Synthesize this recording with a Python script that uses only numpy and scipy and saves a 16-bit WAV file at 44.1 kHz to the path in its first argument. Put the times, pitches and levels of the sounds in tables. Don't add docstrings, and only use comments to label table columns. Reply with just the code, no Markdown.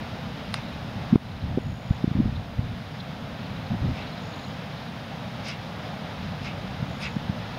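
import sys
import numpy as np
from scipy import signal
from scipy.fft import rfft, irfft, next_fast_len
from scipy.io import wavfile
from scipy.ndimage import uniform_filter1d

SR = 44100
rng = np.random.default_rng(int(sys.argv[2]) if len(sys.argv) > 2 else 0)


def generate_wav(signal):
    frames = np.transpose(np.atleast_2d(signal))
    scaled = np.clip(frames, -1, 1) * 32767
    pcm = np.round(scaled).astype(np.int16)
    wavfile.write(sys.argv[1], SR, pcm)


N = 334278
T = np.arange(N) / SR

# [f/Hz, level/dB]
WIND_SPECTRUM = [(25, -14), (45, -7), (85, 2), (135, .5), (240, -7), (330, -21.5), (450, -30), (650, -24)]
# [t/s, rms level/dB]
BREEZE_CURVE = [(0, -49), (.6, -39), (1.1, -39.5), (1.7, -33.5), (2.4, -36), (2.95, -43), (3.6, -39),
                (5.0, -60), (6.05, -52), (6.25, -39), (7.58, -39.5)]
# [start t/s, length/s, rms level/dB]
GUST_CUES = [(1.424, 0.13, -25.5), (1.645, 0.087, -27.5), (2.157, .12, -21.5), (2.343, .06, -26.5),
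             (2.574, 0.18, -30), (3.706, 0.04, -21.5), (3.816, 0.1, -23)]
# [t/s, level/dB, f/Hz, length/cycles, wake eddies (to be rounded)]
BUFFET_CUES = [(1.1316, -5, 202, 2.04, 0.5), (1.1400, -10, 239, 1.5, 0), (1.1585, .5, 252, 0.89, 0.5),
               (1.5761, -4.5, 283, 0.94, 0), (1.584, -9, 387, 1, 0), (1.9105, -3, 134, 0.9, 0),
               (2.044, -4, 237, 1.23, 3.5), (2.2043, -4, 240, 2.26, 0.5), (2.259, -9.5, 185, 0.84, 1.5),
               (2.594, -9, 138, 1.2, 0), (6.829, -17.5, 157, 1.3, -0.5), (7.168, -16.5, 214, 1.8, 0.5),
               (7.299, -12, 158, 1.27, 0)]
# [t/s, level/dB, decay/s, brightness tilt/(dB per octave)]
SNAP_CUES = [(0.5414, -19.5, 0.002, 3), (0.548, -40, .001, 7), (5.485, -30, .0005, 8.5),
             (5.488, -50, .009, 10)]
# [f/Hz, level/dB]
SNAP_SPECTRUM = [(550, -24), (950, 14), (1600, -1), (2600, -4.5), (3600, -3), (5000, -10), (6500, -25),
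                 (7900, -31), (9400, -19.5), (11000, -31), (12800, -47), (15500, -46)]
# [middle t/s, length/s, body level/dB, sheen level/dB, rustle level/dB]
SWISH_CUES = [(0.572, 0.061, -43.5, -49, -64), (3.99, 0.097, -43.5, -57, -75),
              (5.499, .08, -37, -40.5, -74), (6.472, 0.058, -39, -47.5, -71),
              (7.053, .058, -33.5, -42, -59)]
# [f/Hz, level/dB]
BODY_SPECTRUM = [(600, -39), (1200, -6), (1850, -10), (2150, 0.5), (2400, -3), (2650, 1), (3050, -9.5),
                 (3700, -10), (4400, -18), (7000, -32)]
SHEEN_SPECTRUM = [(3500, -6), (4400, -1.5), (5000, 9.5), (5700, -0.5), (6600, -7), (7700, -20)]
RUSTLE_SPECTRUM = [(7900, -21), (8600, 0), (10000, -3), (11500, -9), (13000, -17)]
# [f/Hz, level/dB]
WASH_SPECTRUM = [(300, -19), (400, -6), (500, -2), (680, 0), (830, -1.5), (1050, -6), (1350, -6),
                 (1700, -8), (2800, -11), (3750, -11), (4400, -17), (5100, -17.5), (6000, -27),
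                 (6900, -31.5), (7700, -40.5)]
RUMBLE_SPECTRUM = [(25, -38), (50, -16), (80, -6.5), (120, -1), (165, 0), (205, -2.5), (255, -6.5),
                   (310, -13.5), (400, -28.5)]
# [t/s, gain/dB]
SWELL_CURVE = [(0, 1), (1.0, .5), (2.0, 1.5), (2.9, -0.2), (3.5, 2), (4.6, -.5), (6.2, 1.1), (7.58, 0.7)]
# [start t/s, chips, peak level/dB]
CHIP_CUES = [(.636, 3, -44.5), (1.266, 4, -45.5), (2.362, 1, -38), (3.004, 1, -35.5), (3.41, 6, -46),
             (4.025, 4, -44), (4.342, 3, -42.5), (4.726, 4, -47), (7.29, 6, -50.5)]
# [start t/s, end t/s, level/dB]
TRILL_CUES = [(1.602, 1.98, -63.5), (4.21, 4.52, -63.5), (6.885, 7.173, -65)]
# [f/Hz, level/dB]
HISS_SPECTRUM = [(6500, 9), (7900, -3), (8500, 3.5), (9400, 3), (9900, 3.5), (12000, 3), (15600, 2)]


def wind(flutter_db=2.0, attack_s=0.011, release_s=0.019):
    raw = signal.hilbert(noise(WIND_SPECTRUM))
    turbulence = unit(raw.real / np.sqrt(np.abs(raw) + .5))
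    gusts = 0
    for start, length, db in GUST_CUES:
        rise = np.clip((T - start) / attack_s + .5, 0, 1)
        tail = np.exp(-np.clip((T - start - length) / release_s, 0, 20))
        gusts += undb(db) * rise * tail
    breeze = undb(ride(BREEZE_CURVE) + flutter_db * wander(16))
    return turbulence * np.hypot(gusts, breeze)


def buffets(spacing_s=0.036, wake_db=-4, wake_pitch=.75, ragged_db=1.5, ragged_s=.002):
    out = np.zeros(N)
    for at, db, hz, cycles, wake in BUFFET_CUES:
        out += vortex(at, db, hz, cycles)
        for k, (late, loud) in enumerate(rng.standard_normal((round(wake), 2))):
            shed_at = at + (k + 1) * spacing_s + ragged_s * late
            out += vortex(shed_at, db + wake_db + ragged_db * loud, hz * wake_pitch, cycles=1.05)
    return out


def vortex(at, db, hz, cycles):
    out = np.zeros(N)
    near = slice(int((at - .05) * SR), int((at + .05) * SR))
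    order = (2 * cycles) ** 2
    swirl = (1 - 2j * np.pi * hz * (T[near] - at) / order) ** -order
    out[near] = -undb(db) * np.real(swirl * np.exp(1j * np.pi / 6))
    return out


def cloth_snaps(jolt=4.7):
    out = np.zeros(N)
    lead = 256
    age = T[:2048] - T[lead]
    for at, db, decay_s, tilt_db in SNAP_CUES:
        burst = rng.standard_normal(len(age)) * np.exp(-np.abs(age) / decay_s) * (age >= 0)
        burst[lead] = jolt
        crack = equalise(burst, SNAP_SPECTRUM, tilt_db)
        rms_over_decay = np.sqrt(np.sum(crack ** 2) / (decay_s * SR))
        start = int(at * SR) - lead
        out[start:start + len(age)] += undb(db) * crack / rms_over_decay
    return out


def cloth_swishes(grain_db=0.5, sheen_lead_s=0.015, rustle_lead_s=0.03, bright_share=.7):
    layers = [(BODY_SPECTRUM, 0, 1),
              (SHEEN_SPECTRUM, sheen_lead_s, bright_share),
              (RUSTLE_SPECTRUM, rustle_lead_s, bright_share)]
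    out = 0
    for k, (spectrum, lead, share) in enumerate(layers):
        sweeps = sum(undb(dbs[k]) * hump(at - lead, share * length) for at, length, *dbs in SWISH_CUES)
        out += noise(spectrum) * sweeps
    return out * undb(grain_db * wander(250))


def surf(wash_db=-39.5, rumble_db=-37, foam_trim_db=-0.62, foam_follow=0.22):
    swell_db = ride(SWELL_CURVE)
    foam_db = foam_trim_db + foam_follow * swell_db
    remaining, wash = noise(WASH_SPECTRUM), 0
    churn_db = 0.5 * wander(4.91)
    for octave in range(5):
        lowpass = signal.butter(2, 700 * 2 ** octave, fs=SR, output="sos")
        band = signal.sosfiltfilt(lowpass, remaining)
        remaining = remaining - band
        foam_share = min(octave / 3, 1)
        flicker_db = 0.64 * wander(22)
        wash += band * undb((1 - foam_share) * swell_db + foam_share * foam_db + churn_db + flicker_db)
    rumble = noise(RUMBLE_SPECTRUM) * undb(rumble_db + swell_db + 0.3 * wander(11))
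    return wash * undb(wash_db) + rumble


def bird(pitch_hz=3970, drift_hz=69, fall_per_s=2.8, width_s=0.01, spacing_s=.052,
         rasp_hz=380, full_rasp_db=-39.5):
    out = np.zeros(N)
    shake, drift = rasp_hz * wander(1500), drift_hz * wander(7.2)
    for start, chips, db in CHIP_CUES:
        rasp = min(undb(db - full_rasp_db), 1)
        for at in start + spacing_s * np.arange(chips):
            near = slice(int((at - 2 * width_s) * SR), int((at + 2 * width_s) * SR))
            offset = T[near] - at
            pitch = pitch_hz * (1 - fall_per_s * offset) + drift[near] + rasp * shake[near]
            envelope = undb(db) * np.exp(-2 * (offset / width_s) ** 2)
            out[near] += envelope * np.sin(2 * np.pi * np.cumsum(pitch) / SR)
    return out


def insect(pitch_hz=6800, stroke_hz=57.2, waver_hz=90, fade_s=.05):
    tone = np.sin(2 * np.pi * np.cumsum(pitch_hz + waver_hz * wander(600)) / SR)
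    strokes = np.sin(np.pi * stroke_hz * T) ** 4
    gate = sum(undb(db) * np.clip(np.minimum(T - start, end - T) / fade_s + .5, 0, 1)
               for start, end, db in TRILL_CUES)
    return unit(tone * strokes) * gate


def gain_control(x, threshold=.72, attack_s=.006, quick_db=7.0, quick_s=0.053,
                 slow_db=4.0, hold_s=1.25, release_s=1.3):
    overload = np.abs(x).max(axis=0) > threshold
    since = T - np.maximum.accumulate(np.where(overload, T, -100))
    duck_db = quick_db * np.exp(-since / quick_s)
    duck_db += slow_db * np.clip(1 - (since - hold_s) / release_s, 0, 1)
    pole = np.exp(-1 / (attack_s * SR))
    return x * undb(-signal.lfilter([1 - pole], [1, -pole], duck_db))


def undb(db):
    return 10 ** (np.asarray(db) / 20)


def unit(x):
    return x / np.sqrt(np.mean(x ** 2))


def equalise(x, points, tilt_db=0):
    hz, db = np.transpose(points)
    octave, knots = np.log2(np.fft.rfftfreq(len(x), 1 / SR) + 1), np.log2(hz)
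    outside = np.abs(octave - np.clip(octave, knots.min(), knots.max()))
    curve_db = np.interp(octave, knots, db) - 24 * outside + tilt_db * (octave - 12)
    return irfft(rfft(x) * undb(curve_db), len(x))


def noise(points):
    return unit(equalise(rng.standard_normal(next_fast_len(N)), points)[:N])


def wander(rate_hz):
    hold = int(SR / rate_hz)
    steps = np.repeat(rng.standard_normal(N // hold + 1), hold)
    return unit(uniform_filter1d(uniform_filter1d(steps, hold), hold)[:N])


def ride(points):
    return np.interp(T, *np.transpose(points))


def hump(middle, length):
    return np.exp(-np.minimum(.75 * np.pi * ((T - middle) / length) ** 2, 60))


def scene():
    mid = surf() + wind() + buffets() + cloth_snaps() + cloth_swishes() + insect() + bird()
    side = undb(-71.5) * noise([(1850, -50), (2100, -7.5), (2700, 10), (3700, 1.0), (5000, -24.0)])
    return np.array([mid + side, mid - side])


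def record(dry, preamp_hiss_db=-67, late_hiss_db=-69, ceiling=.7, top_hz=15650):
    ducked = gain_control(dry + undb(preamp_hiss_db) * noise(HISS_SPECTRUM))
    clipped = np.clip(ducked + undb(late_hiss_db) * noise(HISS_SPECTRUM), -ceiling, ceiling)
    return signal.sosfilt(signal.ellip(10, .2, 80, top_hz, fs=SR, output="sos"), clipped)


dry = scene()
out = record(dry)
generate_wav(out)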